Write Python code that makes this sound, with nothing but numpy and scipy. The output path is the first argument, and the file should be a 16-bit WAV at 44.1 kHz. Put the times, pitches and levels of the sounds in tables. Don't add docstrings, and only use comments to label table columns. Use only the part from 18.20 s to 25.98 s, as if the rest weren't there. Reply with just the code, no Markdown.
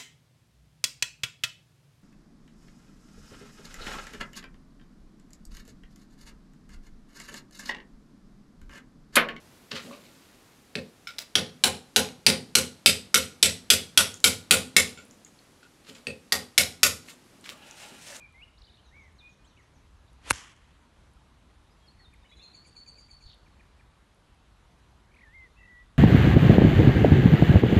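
import sys
import numpy as np
from scipy import signal
from scipy.fft import rfft, irfft
from scipy.io import wavfile
from scipy.ndimage import uniform_filter1d

SR = 44100
rng = np.random.default_rng(int(sys.argv[2]) if len(sys.argv) > 2 else 0)


def voltage_ratio(level):
    return 10 ** (np.asarray(level, float) / 20)


def wav_record(signal):
    frames = np.transpose(np.atleast_2d(signal))
    bounded = np.clip(frames, -1, 1)
    quanta = np.round(bounded * 32767).astype(np.int16)
    wavfile.write(sys.argv[1], SR, quanta)


N = 343098
T = np.arange(N) / SR


def rms_one(x):
    return x / np.sqrt(np.mean(x ** 2) + 1e-20)


def hiss():
    return rng.standard_normal(N)


def in_time(rows, off=None):
    s, *columns = np.transpose(rows)
    return [np.interp(T, s, c, left=off, right=off) for c in columns]


def band(x, low_hz, high_hz, order=2):
    return signal.sosfilt(signal.butter(order, [low_hz, high_hz], "band", fs=SR, output="sos"), x)


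def coloured(points):
    hz, level_db = np.transpose(points)
    pitch_hz = np.maximum(np.arange(N // 2 + 1) * SR / N, 1)
    gain = voltage_ratio(np.interp(np.log(pitch_hz), np.log(hz), level_db))
    return rms_one(irfft(rfft(hiss()) * gain, N))


def drift(rate_hz):
    r = np.exp(-2 * np.pi * rate_hz / SR)
    wander = signal.lfilter([1], [1, -2 * r, r * r], rng.standard_normal(N + SR))
    return rms_one(wander[SR:])


def ring(clicks, hz, t60_s):
    r, w = voltage_ratio(-60 / (t60_s * SR)), 2 * np.pi * hz / SR
    return signal.lfilter([0, np.sin(w)], [1, -2 * r * np.cos(w), r * r], clicks + 1e-18)


def clicks_at(rows):
    out = np.zeros(N)
    out[[round(s * SR) for s, db in rows]] = voltage_ratio([db for s, db in rows])
    return out


def struck(blows, modes):
    return sum((-1) ** k * voltage_ratio(db) * ring(blows, hz, t60) for k, (hz, db, t60) in enumerate(modes))


def tone(hz):
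    return np.sqrt(2) * np.sin(2 * np.pi * np.cumsum(hz) / SR)


def gate(rows, fade_s):
    return np.clip(np.minimum(T - rows[0][0], rows[-1][0] - T) / fade_s, 0, 1)


def slurs(rows):
    out, waver_hz = np.zeros(N), 60 * drift(140)
    for s, length, start_hz, middle_hz, end_hz, db in rows:
        u = np.linspace(0, 1, int(length * SR))
        here = slice(int(s * SR), int(s * SR) + len(u))
        bend = np.interp(u, [0, .5, 1], [start_hz, middle_hz, end_hz])
        hz = uniform_filter1d(bend, len(u) // 4, mode="nearest")
        swell = np.sin(np.pi * u) ** 0.34
        out[here] += voltage_ratio(db) * swell * tone(hz + waver_hz[here])
    return out * voltage_ratio(2.0 * drift(170) - 2.5)


def woods(x, wet_db):
    age_s = T[:SR]
    tail = rng.standard_normal(SR) * voltage_ratio(-60 * age_s / 0.73) * (age_s > .012)
    return x + voltage_ratio(wet_db) * signal.fftconvolve(x, tail / np.sqrt(np.sum(tail ** 2)))[:N]


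def patchy(x, depth_db):
    _, _, cells = signal.stft(x, SR, nperseg=512)
    field = uniform_filter1d(rng.standard_normal(cells.shape), size=5, axis=0)
    field = uniform_filter1d(field, size=9, axis=1)
    return signal.istft(cells * voltage_ratio(depth_db * rms_one(field)), SR, nperseg=512)[1][:N]


def air():
    # pitch_hz [Hz], level_db [dB per Hz]
    air_colour = [(12, -46), (20, -22.5), (39, -1.5), (60, 2), (74, -1.5), (92, -6.5), (308, -16.5),
                  (414, -20.5), (747, -21.5), (977, -19.5), (2310, -28), (3840, -29.5), (5020, -35),
                  (11200, -41.5), (12200, -26.5), (15800, -77), (22000, -120)]
    # start_s [s], rumble_db [dB]
    gusts = [(0.0, -60), (1.1, -59), (1.15, -66), (1.41, -59), (1.56, -68), (1.65, -56), (2.06, -62),
             (2.12, -38), (2.19, -66), (2.27, -60), (3.16, -63), (4.33, -58), (4.53, -64), (5.03, -59),
             (5.07, -47), (5.13, -62), (7.76, -60), (7.78, -63)]
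    # start_s [s], level_db [dB]
    puffs = [
        (5.056, -48),
    ]
    bed = voltage_ratio(-59) * coloured(air_colour)
    low = signal.sosfilt(signal.butter(2, 150, fs=SR, output="sos"), bed)
    rumble = rms_one(low) * voltage_ratio(in_time(gusts)[0] + 2.1 * drift(8))
    leaves = patchy(bed - low, 1.2) * voltage_ratio(.3 * drift(2.8))
    knocks = ring(ring(clicks_at(puffs), 64.5, 0.065), 66, 0.082) * 0.028
    return rumble + leaves + knocks


def held(s, length, start_hz, end_hz, db):
    attack_s, release_s, edge_db = 0.047, .025, -14
    times = s + np.array([0, attack_s, length - release_s, length])
    hz = start_hz + (end_hz - start_hz) * (times - s) / length
    return np.transpose([times, hz, db + edge_db * np.array([1, 0, 0, 1])])


def whistles():
    # start_s [s], pitch_hz [Hz], level_db [dB]
    winding = [
        [(0.135, 2044, -88), (0.147, 2050, -59.5), (0.209, 2224, -58.5), (0.231, 2895, -49.5),
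         (0.245, 2870, -51)],
        [(0.71, 1685, -72), (0.738, 2135, -59.5), (0.782, 2296, -54), (0.878, 1990, -64.5), (0.91, 1682, -78)],
        [(3.66, 5910, -77), (3.674, 4600, -69), (3.686, 4180, -56.5), (3.702, 4350, -67), (3.722, 4680, -70)],
        [(3.785, 4500, -77), (3.794, 4380, -64), (3.838, 4310, -66), (3.856, 3609, -60.5), (3.9, 3720, -72)],
        [(7.025, 2000, -68), (7.075, 1730, -58.5), (7.119, 1868, -65.5), (7.151, 2136, -52), (7.247, 2037, -53),
         (7.285, 1800, -71)],
    ]
    # start_s [s], length_s [s], start_hz [Hz], end_hz [Hz], level_db [dB]
    held_notes = [
        (-.03, 0.11, 2490, 2320, -51),
        (1.005, .1, 2430, 2480, -54.5),
        (3.595, 0.089, 3300, 3260, -70.5),
        (7.374, .27, 1970, 1944, -55),
    ]
    # start_s [s], pitch_hz [Hz], level_db [dB]
    upper_note = [
        (7.355, 2478, -79),
        (7.369, 2560, -65.5),
        (7.403, 2670, -64.5),
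        (7.449, 2640, -65),
        (7.47, 2614, -80),
    ]
    # start_s [s], end_s [s], flutters [per s], pitch_swing_hz [Hz], depth [0-1]
    flutters = [
        (0, .11, 55, 90, .6),
        (.72, .9, 70, 70, .45),
        (7.379, 7.51, 43, -80, 1.0),
    ]
    swing_hz, chop, out = np.zeros(N), np.ones(N), 0
    for start, end, rate, span_hz, depth in flutters:
        inside = (T >= start) & (T < end)
        turn = (T - start) * rate % 1
        fade = np.clip(3.7 * (end - T) / (end - start), 0, 1)
        swing_hz += inside * fade * span_hz * (2 * turn - 1)
        chop *= 1 - inside * fade * np.clip(depth, 0, 1) * np.cos(np.pi * turn) ** 4
    for note in winding + [held(*row) for row in held_notes]:
        hz, level_db = in_time(note)
        hz = uniform_filter1d(hz, size=400) + swing_hz + 13.0 * drift(110)
        out = out + gate(note, 0.0034) * chop * voltage_ratio(level_db) * tone(hz)
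    hz, level_db = in_time(upper_note)
    return out + gate(upper_note, .008) * voltage_ratio(level_db + 3.3 * drift(60)) * tone(hz + 50 * drift(65))


def chatter(count):
    when, long, pitch, bend, size = rng.random((count, 5)).T
    hz = 2200 * 3.5 ** pitch
    db = -84 + 6.6 * size - 8.0 * pitch
    return slurs(zip(7.6 * when, 0.033 + .09 * long, hz * (0.6 + 0.24 * bend), hz, hz, db))


def camera_ticks():
    # start_s [s], peak_db [dB]
    ticks = [(0.1253, -59), (0.9273, -60), (1.9317, -54), (2.9357, -56), (3.9386, -54.5), (4.942, -56),
             (5.1454, -58.5), (5.9469, -58.5), (6.1469, -62), (6.9517, -59)]
    return 1.9 * ring(clicks_at(ticks), 10200, 0.0012)


def chirps():
    # start_s [s], length_s [s], start_hz [Hz], end_hz [Hz], level_db [dB]
    glides = [(.372, .041, 6700, 8800, -85), (.47, 0.025, 3080, 3010, -63.5),
              (1.045, 0.029, 3750, 3530, -71), (1.24, .045, 2700, 4460, -67),
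              (1.243, 0.023, 7060, 8540, -73), (1.29, .052, 4550, 2640, -72),
              (1.365, 0.017, 2460, 2950, -63), (1.876, .009, 4970, 3200, -65.5),
              (3.46, 0.04, 3720, 3720, -75.5), (4.045, .035, 2950, 2945, -65.5),
              (4.02, 0.028, 3720, 3580, -68), (4.115, .035, 3450, 3400, -59),
              (4.23, 0.033, 2660, 2450, -64)]
    hooks = [(.575, 0.037, 2890, 3140, -64.5), (.635, 0.078, 4230, 3800, -67.5),
             (.984, 0.038, 4430, 3460, -57), (3.5, .036, 4770, 5150, -73), (3.795, .021, 2170, 1890, -60.5),
             (4.04, .025, 1730, 2250, -63.5), (4.11, .031, 1830, 2524, -60.5),
             (4.185, .05, 2030, 2750, -63)]
    drops = [
        (.238, 0.023, 2950, 2550, -64),
        (1.375, 0.039, 2220, 1730, -62),
        (4.19, .04, 3510, 3930, -56),
    ]
    # start_s [s], level_db [dB]
    chucks = [
        (3.93, -60),
        (5.26, -62.5),
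        (5.395, -59),
        (5.595, -59.5),
    ]
    # length_s [s], start_hz [Hz], middle_hz [Hz], end_hz [Hz]
    chuck_shape = (.021, 2420, 2400, 1580)
    rows = [(s, *chuck_shape, db) for s, db in chucks]
    for table, share in [(glides, .5), (hooks, .9), (drops, 0.13)]:
        for s, length, start_hz, end_hz, db in table:
            rows.append((s, length, start_hz, start_hz + share * (end_hz - start_hz), end_hz, db))
    return slurs(rows)


def zigzag():
    # start_s [s], turn_s [s], top_hz [Hz], level_db [dB]
    strokes = [
        (.375, 0.414, 5920, -59),
        (0.437, 0.466, 4890, -58),
        (0.49, 0.519, 4340, -60.5),
        (0.537, 0.57, 4460, -63),
    ]
    base_hz, up_s, down_hz_per_s = 3393, 0.022, 234000
    rows = []
    for s, turn, top, db in strokes:
        middle = (top + base_hz) / 2
        rows.append((s, up_s, base_hz, middle + 50, top, db))
        rows.append((turn, (top - base_hz) / down_hz_per_s, top, middle - 200, base_hz, db + 3.0))
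    call = band(slurs(rows), 2900, 5100)
    return call + voltage_ratio(-10) * np.roll(call, int(0.016 * SR))


def far_slides():
    # start_s [s], level_db [dB]
    slides = [
        (.645, -76),
        (.80, -76.5),
        (.94, -77),
        (1.09, -72),
        (1.25, -72),
        (1.39, -75.5),
        (1.535, -74.5),
        (1.75, -81.5),
    ]
    return slurs([(s, .055, 7000, 6200, 5200, db) for s, db in slides])


def swish():
    nearest_s, contact_s = 2.076, 2.1
    before = np.where(T < contact_s, 0, -150)
    roar_db = before - 45.5 - np.maximum(399 * (nearest_s - T), 120.5 * (T - nearest_s))
    hiss_db = before - 43.5 - 430 * np.abs(contact_s - T)
    roar = voltage_ratio(roar_db) * rms_one(band(hiss(), 250, 3200))
    return roar + voltage_ratio(hiss_db) * rms_one(band(hiss(), 1800, 9000, order=1))


def torn_turf():
    # start_s [s], level_db [dB]
    tearing = [
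        (2.0990, -47),
        (2.1020, -35.5),
        (2.1030, -25),
        (2.1040, -26.5),
        (2.1065, -25.5),
        (2.1120, -29.5),
        (2.1180, -34),
        (2.1215, -61.5),
    ]
    grains = hiss() * voltage_ratio(1.0 * rng.exponential(1, N))
    grains = band(grains, 1200, 12000, order=1) + 0.92 * band(grains, 8500, 13000)
    return voltage_ratio(in_time(tearing, off=-150)[0]) * rms_one(grains)


def crack():
    # start_s [s], level_db [dB]
    snap = [
        (2.1029, -16),
        (2.1069, -8.5),
        (2.1074, -3.5),
        (2.1081, -11.5),
    ]
    # pitch_hz [Hz], level_db [dB], t60_s [s]
    face = [(3400, -18, 0.0036), (4360, -14, 0.0068), (5400, -13, 0.0038), (6707, -10.5, 0.0059),
            (9300, -3.5, 0.0032), (10800, -11, 0.0022), (11620, -10, .003)]
    # start_s [s], level_db [dB]
    knock = [
        (2.1058, -21.5),
        (2.1074, -9.5),
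        (2.1082, -1.5),
        (2.1093, -11),
        (2.1172, -28),
        (2.1285, -32),
        (2.1340, -37.5),
    ]
    # pitch_hz [Hz], level_db [dB], t60_s [s]
    ball = [(80, -34, 0.11), (135, -28.5, 0.043), (263, -21.5, 0.029), (540, -12.5, 0.012),
            (890, -10.5, 0.01), (1490, -4, 0.0082), (2250, -8, 0.011), (2750, -11, 0.009)]
    return struck(clicks_at(snap), face) + struck(clicks_at(knock), ball)


def echo_gain(db, fall_db_per_s):
    trees_s, trees_end_s = 2.13, 2.325
    near = np.clip(T, trees_s, trees_end_s) - trees_s
    far = np.clip(T - trees_end_s, 0, 1)
    end_drop_db = 6 * np.clip(far / 0.025, 0, 1)
    level_db = db - fall_db_per_s * (near + 0.43 * far) - end_drop_db
    rise = np.clip((T - trees_s) / .003 + 1, 0, 1)
    return rise * (T < 2.6) * voltage_ratio(level_db)


def tree_echo():
    # pitch_hz [Hz], level_db [dB per Hz]
    echo_colour = [(120, -30), (200, -2), (391, -13.5), (433, -8.5), (622, -13), (1100, -1), (1440, -4),
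                   (3180, -3), (3650, -14.5), (5910, -9.5), (12200, -18.5), (15800, -49), (22000, -120)]
    # level_db [dB], fall [dB per s]
    echo_bands = [(-49.5, 80), (-51, 59.5), (-47, 112.5), (-51.5, 122)]
    edges_hz = [(200, 1800), (1800, 3500), (3500, 7000), (7000, 12500)]
    back = coloured(echo_colour) * voltage_ratio(1.5 * drift(90))
    return sum(echo_gain(*law) * rms_one(band(back, *edge, order=4))
               for law, edge in zip(echo_bands, edges_hz))


def falling_soil():
    # start_s [s], level_db [dB]
    landings = [
        (2.285, -57),
        (2.331, -51),
        (2.365, -51),
    ]
    return ring(clicks_at(landings), 7100, 0.0016)


def heel_twist():
    # start_s [s], level_db [dB]
    rub = [
        (2.7, -86.5),
        (2.76, -69),
        (2.84, -67.5),
        (2.9, -71),
    ]
    return voltage_ratio(in_time(rub, off=-150)[0]) * rms_one(band(hiss(), 100, 850, order=1))


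def trill_syllable(s, length, hz, db, buzz_db):
    attack_s, sag_hz_per_s = .022, 700
    rest = length - attack_s
    return [(s, hz + sag_hz_per_s * attack_s, db - 11, buzz_db - 13),
            (s + attack_s, hz, db, buzz_db),
            (s + length, hz - sag_hz_per_s * rest, db - 110 * rest, buzz_db - 330 * rest)]


def finch():
    # start_s [s], length_s [s], pitch_hz [Hz], level_db [dB], buzz_db [dB]
    trill_rows = [(4.084, .06, 3880, -64, -77), (4.155, .05, 3990, -59.5, -71),
                  (4.217, .108, 4220, -52.5, -66), (4.333, .1, 4460, -52, -67.5),
                  (4.44, .105, 4630, -58.5, -66), (4.552, .102, 4484, -49.5, -64.5),
                  (4.661, .108, 4574, -52, -66), (4.772, .103, 4700, -55.5, -66.5),
                  (4.891, .103, 4520, -55.5, -68), (5.003, .04, 4510, -58, -71),
                  (5.039, .11, 4460, -53.5, -74)]
    # start_s [s], chip_db [dB], sweeps_db [dB]
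    syllables = [
        (4.349, 0, -5),
        (4.46, 2, 4.5),
        (4.567, 0.5, -5),
        (4.672, 2.5, 3),
        (4.783, 1, -6),
        (4.897, 0, -3),
        (5.015, -1, -6),
    ]
    # lag_s [s], length_s [s], start_hz, middle_hz, end_hz [Hz]
    syllable_parts = [(-.012, .022, 2600, 2330, 2280), (.011, .029, 6600, 8350, 8750),
                      (.005, .017, 9200, 10150, 10100), (-.014, .024, 7500, 7050, 6850)]
    part_levels = [-65, -70, -71.5, -73]
    # start_s [s], centre_hz [Hz], level_db [dB]
    flourish = [
        (5.05, 4370, -70),
        (5.07, 4180, -62),
        (5.115, 3900, -58.5),
        (5.14, 3590, -62),
        (5.17, 3400, -76),
    ]
    trill = [trill_syllable(*row) for row in trill_rows]
    hz, level_db, buzz_db = in_time([row for syllable in trill for row in syllable])
    first = (0.94 + .5 * drift(81)) * tone(hz + 30 * drift(43.0))
    second = 0.5 * drift(120) * tone(hz - 120 + 50 * drift(25.04))
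    main = voltage_ratio(level_db) * rms_one(first + second)
    buzz = rms_one(band(hiss(), 6300, 7220, order=4)) * voltage_ratio(1.7 * drift(40))
    buzz += 0.3 * rms_one(band(hiss(), 8400, 10600, order=4)) * voltage_ratio(2.0 * drift(30))
    end_hz, end_db = in_time(flourish)
    end = gate(flourish, .01) * voltage_ratio(end_db) * drift(450) * tone(end_hz + 330 * drift(90))
    parts = []
    for s, chip_db, sweeps_db in syllables:
        own_levels = [chip_db, sweeps_db, sweeps_db, chip_db]
        for (lag, *shape), db, own_db in zip(syllable_parts, part_levels, own_levels):
            parts.append((s + lag, *shape, db + own_db))
    breath = sum(gate(syllable, 0.0013) for syllable in trill)
    return breath * (main + voltage_ratio(buzz_db) * buzz) + end + slurs(parts)


def pips():
    k = np.arange(6)
    low_hz = 2140 - 55 * k
    rise_hz = 560 * np.sin(np.pi * (k + 1) / 6.4) ** .8
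    start_s, length_s = 6.913 + .0236 * k, .016 + 0 * k
    level_db = -64 + 2.5 * np.minimum(k, 4)
    return slurs(zip(start_s, length_s, low_hz, low_hz + rise_hz / 2, low_hz + rise_hz, level_db))


def scene():
    # start_s [s], level_db [dB]
    near_woods = [
        (0, -11),
        (4, -11),
        (7, -19),
    ]
    birds = woods(whistles() + pips(), in_time(near_woods)[0]) + woods(finch(), -11)
    birds += woods(chirps(), -6.5) + woods(zigzag(), -7.0)
    birds += woods(far_slides() + chatter(count=70), -1.5)
    shot = swish() + torn_turf() + crack() + tree_echo() + falling_soil()
    return (air() + shot + heel_twist() + birds + camera_ticks())[None]


def masked(x):
    hz, _, cells = signal.stft(x, SR, nperseg=1024)
    power = uniform_filter1d(np.abs(cells) ** 2, size=3, axis=1)
    power = uniform_filter1d(power, size=5, axis=2)
    keep = np.ones(power.shape)
    for k in np.flatnonzero((hz > 2000) & (hz < 7000)):
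        below = power[:, int(k / 1.26):int(k / 1.1) + 1].max(axis=1)
        keep[:, k] = np.where(power[:, k] < below * voltage_ratio(2 * -32), .15, 1)
    return signal.istft(cells * keep, SR, nperseg=1024)[1][:, :N]


def band_limit(x):
    return signal.sosfilt(signal.butter(12, 12310, fs=SR, output="sos"), x)


def record(dry):
    rounded = .75 * np.tanh(dry / .75)
    top_cut = signal.cheby2(12, 60, 12700, fs=SR, output="sos")
    return band_limit(signal.sosfilt(top_cut, masked(rounded)))


dry = scene()
out = record(dry)
wav_record(out)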